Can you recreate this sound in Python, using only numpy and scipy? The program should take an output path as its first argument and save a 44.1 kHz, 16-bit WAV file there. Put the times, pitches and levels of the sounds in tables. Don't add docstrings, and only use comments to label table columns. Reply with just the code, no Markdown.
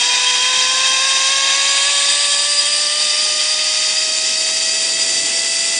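import sys
import numpy as np
from scipy import signal
from scipy.fft import rfft, irfft, next_fast_len
from scipy.io import wavfile
from scipy.ndimage import map_coordinates

SR = 44100
rng = np.random.default_rng(int(sys.argv[2]) if len(sys.argv) > 2 else 0)


def dump(signal):
    limited = np.clip(np.atleast_2d(signal).T, -1, 1)
    pcm = np.round(limited * 32767).astype(np.int16)
    wavfile.write(sys.argv[1], SR, pcm)


N = 255339

# centre_hz, nominal_width_hz, level_db
WHINE_RESONANCES = [(599, 370, -36), (1047, 338, -26.5), (1211, 125, -37.5), (1636, 374, -31),
                    (2005, 240, -35), (2210, 250, -27.5), (2600, 670, -28.5), (3020, 360, -34.5),
                    (3250, 480, -36), (3740, 460, -25.5), (4460, 790, -33.5)]
# multiple, slow_db, fast_db
WHINE_HARMONICS = [(1, 0, -0.5), (2, -0.5, -1.5), (3, 0, 2.5), (4, -3.5, -6), (5, -1, 2), (6, -10, -7),
                   (7, -4, -2.5)]
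# frequency_hz, slow_db, fast_db
CONTACT_SPECTRUM = [(520, -22, -38), (702, -6.5, -21.5), (1017, -2.5, -15), (1396, -11.5, -15),
                    (1870, -1.5, -13), (2290, -5.5, -9.5), (3430, -4.5, -1), (4200, 2, -6.5),
                    (5040, 1.5, -4.5), (6520, 1.5, -6), (8840, -5, -5), (9250, -11, -11.5),
                    (10600, -9, -8.5)]
# centre_hz, width_hz, slow_lift_db, fast_lift_db
METAL_MODES = [(814, 175, -5.5, 9), (1687, 59, 12.5, 8), (1998, 150, 3.5, 15), (2454, 10.4, 19, 17.5),
               (2610, 87, 13, 14), (2926, 145, 1, 6), (3203, 32, 18.5, 6.5), (3675, 86, 13.5, 12),
               (3780, 92, 11.5, -12), (4640, 83, 10, 15.5), (4850, 90, 12.5, 9), (5490, 70, 10.5, 10.5),
               (5670, 28, 10, 4.5), (6080, 147, 8.5, 6.5), (6750, 55, 9.5, 0), (6960, 31, 2, 1),
               (7140, 85, 3, 12.5), (7314, 83, 14.5, -4), (7670, 78, -15, 8), (8010, 90, 8, 8.5),
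               (8570, 120, 2.5, -3), (9010, 48, 11.5, 5), (9150, 44, 9, 13)]
# time_s, level_db
GRIND_ENVELOPE = [(0, -17.5), (1.1, -18.5), (1.85, -18), (2.5, -21.5), (3.8, -22), (4.4, -24),
                  (5.79, -23.5)]
# time_s, level_db
SIZZLE_ENVELOPE = [(0, -28.5), (.5, -30), (1.3, -27.5), (1.43, -29), (1.85, -22), (2.4, -24), (3.55, -26.5),
                   (4.4, -26.5), (5.79, -25)]
# time_s, lag_ms
REFLECTION_LAG = [(0, .36), (1.1, .345), (1.5, .31), (1.8, .278), (2.3, .252), (2.6, .24), (3, .205),
                  (4, .171), (5.79, .145)]
# time_s, level_db
HIGH_RING_ENVELOPE = [(0, -32.5), (1.2, -31), (2.6, -23.5), (3.85, -24.5), (4.15, -29), (5.79, -27)]
# peak_s, mode_hz, lift_db, half_length_s
SQUEAL_PEAKS = [(.25, 3221, 9, .02), (.42, 3221, 7, .02), (.49, 3221, 7, .025), (.9, 3221, 5, 0.066),
                (2.595, 4866, 9.5, 0.016), (3.977, 4866, 7, .018), (5.018, 4866, 7.5, .018)]
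# time_s, level_db
AIR_ENVELOPE = [(0, -48.5), (.5, -48), (1.6, -50), (2.5, -51), (3.3, -49), (4.3, -47), (4.9, -42.5),
                (5.4, -43), (5.79, -44.5)]
# frequency_hz, level_db
AIR_SPECTRUM = [(20, -36), (50, -28), (90, -13.5), (135, -7), (220, -1.5), (350, 2.5), (520, 0.5),
                (750, -0.5), (1300, -28), (3000, -62)]

START_HZ, TERMINAL_HZ = 487.7, 840
TIME_S = np.arange(N) / SR


def strand_rate(run_up_s=8, sway_hz=3.5, sway_decay_s=7, sway_strands=154, crest_strand=89, drift_hz=1.8):
    run_up_hz = TERMINAL_HZ - (TERMINAL_HZ - START_HZ) * np.exp(-TIME_S / run_up_s)
    passed = np.cumsum(run_up_hz) / SR
    sway = np.exp(-TIME_S / sway_decay_s) * np.cos(2 * np.pi * (passed - crest_strand) / sway_strands)
    return run_up_hz + sway_hz * sway + drift_hz * wobble(22)


def strand_whine(strand_hz, phase, shake):
    fast = pace(strand_hz)
    grid_hz = np.linspace(0, SR / 4, 4096)
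    body = np.sqrt(sum(amp(db) ** 2 * resonance(grid_hz, centre, width) ** 4
                       for centre, width, db in WHINE_RESONANCES))
    whine = np.zeros(N)
    for k, slow_db, fast_db in WHINE_HARMONICS:
        flutter_db = (0.37 * (k - 1) - 0.4) * wobble(35)
        level_db = slow_db + (fast_db - slow_db) * fast + flutter_db - 0.4 * shake
        rms = np.interp(k * strand_hz, grid_hz, body) * amp(level_db)
        whine += rms * np.sqrt(2) * np.sin(k * phase + rng.uniform(0, 2 * np.pi))
    return whine


def rolling_rasp(strand_hz, phase, shake, strand_depth=0.14):
    fast = pace(strand_hz)
    grid_hz = np.linspace(0, SR / 2, 8192)
    slow_gain, fast_gain = metal_response(grid_hz, 0), metal_response(grid_hz, 1)

    def register(low_hz, high_hz, order=20):
        passband = band(grid_hz, low_hz, high_hz, order)
        wear = amp(0.28 * wobble(21.99))
        slow_noise = noise(lambda hz: np.interp(hz, grid_hz, slow_gain * passband))
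        fast_noise = noise(lambda hz: np.interp(hz, grid_hz, fast_gain * passband))
        return wear * (np.sqrt(1 - fast) * slow_noise + np.sqrt(fast) * fast_noise)

    plates = amp(envelope(GRIND_ENVELOPE) - 0.96 + 0.83 * shake) * register(480, 4250)
    wheels = amp(-19 - 0.97 * fast + 0.49 * shake) * register(4180, 7800)
    sizzle = amp(envelope(SIZZLE_ENVELOPE) - 0.5 + 0.49 * shake) * register(8020, 9470, order=30)
    fizz = amp(-41 + 7 * pace(strand_hz, slow_hz=596, fast_hz=640)) * register(9500, 10300, order=30)
    return (plates + wheels + sizzle + fizz) * (1 + strand_depth * np.cos(phase))


def metal_response(hz, fast):
    lift = sum(amp(lifts_db[fast]) ** 2 * resonance(hz, centre, width)
               for centre, width, *lifts_db in METAL_MODES)
    return spectrum_gain(CONTACT_SPECTRUM, hz, column=1 + fast) * np.sqrt(1 + lift)


def with_reflection(direct, strength=0.19):
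    lag_samples = envelope(REFLECTION_LAG) * SR / 1000
    return direct + strength * map_coordinates(direct, [np.arange(N) - lag_samples])


def singing_pulleys(strand_hz, low_hz=3221, high_hz=4866, fade_db_per_hz=0.08):
    low_db = -25.5 - fade_db_per_hz * (strand_hz - START_HZ) + 3 * wobble(18)
    high_db = envelope(HIGH_RING_ENVELOPE) + 2 * wobble(45)
    low = amp(low_db + squeal_lift_db(low_hz)) * rubbed_mode(low_hz, steadiness=0.5)
    high = amp(high_db + squeal_lift_db(high_hz)) * rubbed_mode(high_hz, steadiness=0.67)
    return low + high


def rubbed_mode(centre_hz, steadiness, width_hz=26):
    narrowband = noise(lambda hz: resonance(hz, centre_hz, width_hz))
    analytic = signal.hilbert(narrowband, next_fast_len(N))[:N]
    return unit_rms(analytic.real / (np.abs(analytic) + 0.11) ** steadiness)


def squeal_lift_db(mode_hz):
    return sum(lift_db * np.exp(-((TIME_S - peak_s) / half_length_s) ** 2)
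               for peak_s, hz, lift_db, half_length_s in SQUEAL_PEAKS if hz == mode_hz)


def rushing_air(gust_db=0.97, lump_db=4):
    rush_db = envelope(AIR_ENVELOPE) + 4 + gust_db * wobble(12)
    rush = amp(rush_db) * noise(lambda hz: spectrum_gain(AIR_SPECTRUM, hz))
    buffet = amp(-81 + lump_db * wobble(9)) * noise(lambda hz: band(hz, 20, 75, order=2))
    return rush + buffet


def pace(strand_hz, slow_hz=552, fast_hz=596):
    return np.clip((strand_hz - slow_hz) / (fast_hz - slow_hz), 0, 1)


def resonance(hz, centre_hz, width_hz):
    return 1 / (1 + (2 * (hz - centre_hz) / width_hz) ** 2)


def band(hz, low_hz, high_hz, order):
    return 1 / np.sqrt((1 + (low_hz / (hz + 1)) ** (2 * order)) * (1 + (hz / high_hz) ** (2 * order)))


def amp(db):
    return 10 ** (np.asarray(db) / 20)


def unit_rms(x):
    return x / np.sqrt(np.mean(np.abs(x) ** 2) + 1e-20)


def spectrum_gain(table, hz, column=1):
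    columns = np.transpose(table)
    return amp(np.interp(np.log(hz + 1), np.log(columns[0] + 1), columns[column]))


def envelope(table):
    return np.interp(TIME_S, *np.transpose(table))


def wobble(rate_hz):
    knots = rng.standard_normal(int(N * rate_hz / SR) + 4)
    return map_coordinates(knots, [TIME_S * rate_hz])


def filtered(x, response):
    size = next_fast_len(N + SR // 4)
    return irfft(rfft(x, size) * response(np.fft.rfftfreq(size, 1 / SR)), size)[:N]


def noise(response):
    return unit_rms(filtered(rng.standard_normal(N), response))


def scene(lay_jitter=0.0033):
    strand_hz = strand_rate()
    phase = 2 * np.pi * np.cumsum(strand_hz * (1 + lay_jitter * wobble(60))) / SR
    shake = wobble(40)
    whine = strand_whine(strand_hz, phase, shake)
    rasp = with_reflection(rolling_rasp(strand_hz, phase, shake))
    return (whine + rasp + singing_pulleys(strand_hz) + rushing_air())[None]


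def record(dry, cutoff_hz=10080, edge_hz=120):
    return np.array([filtered(x, lambda hz: np.clip((cutoff_hz - hz) / edge_hz + .5, 0, 1)) for x in dry])


dry = scene()
out = record(dry)
dump(out)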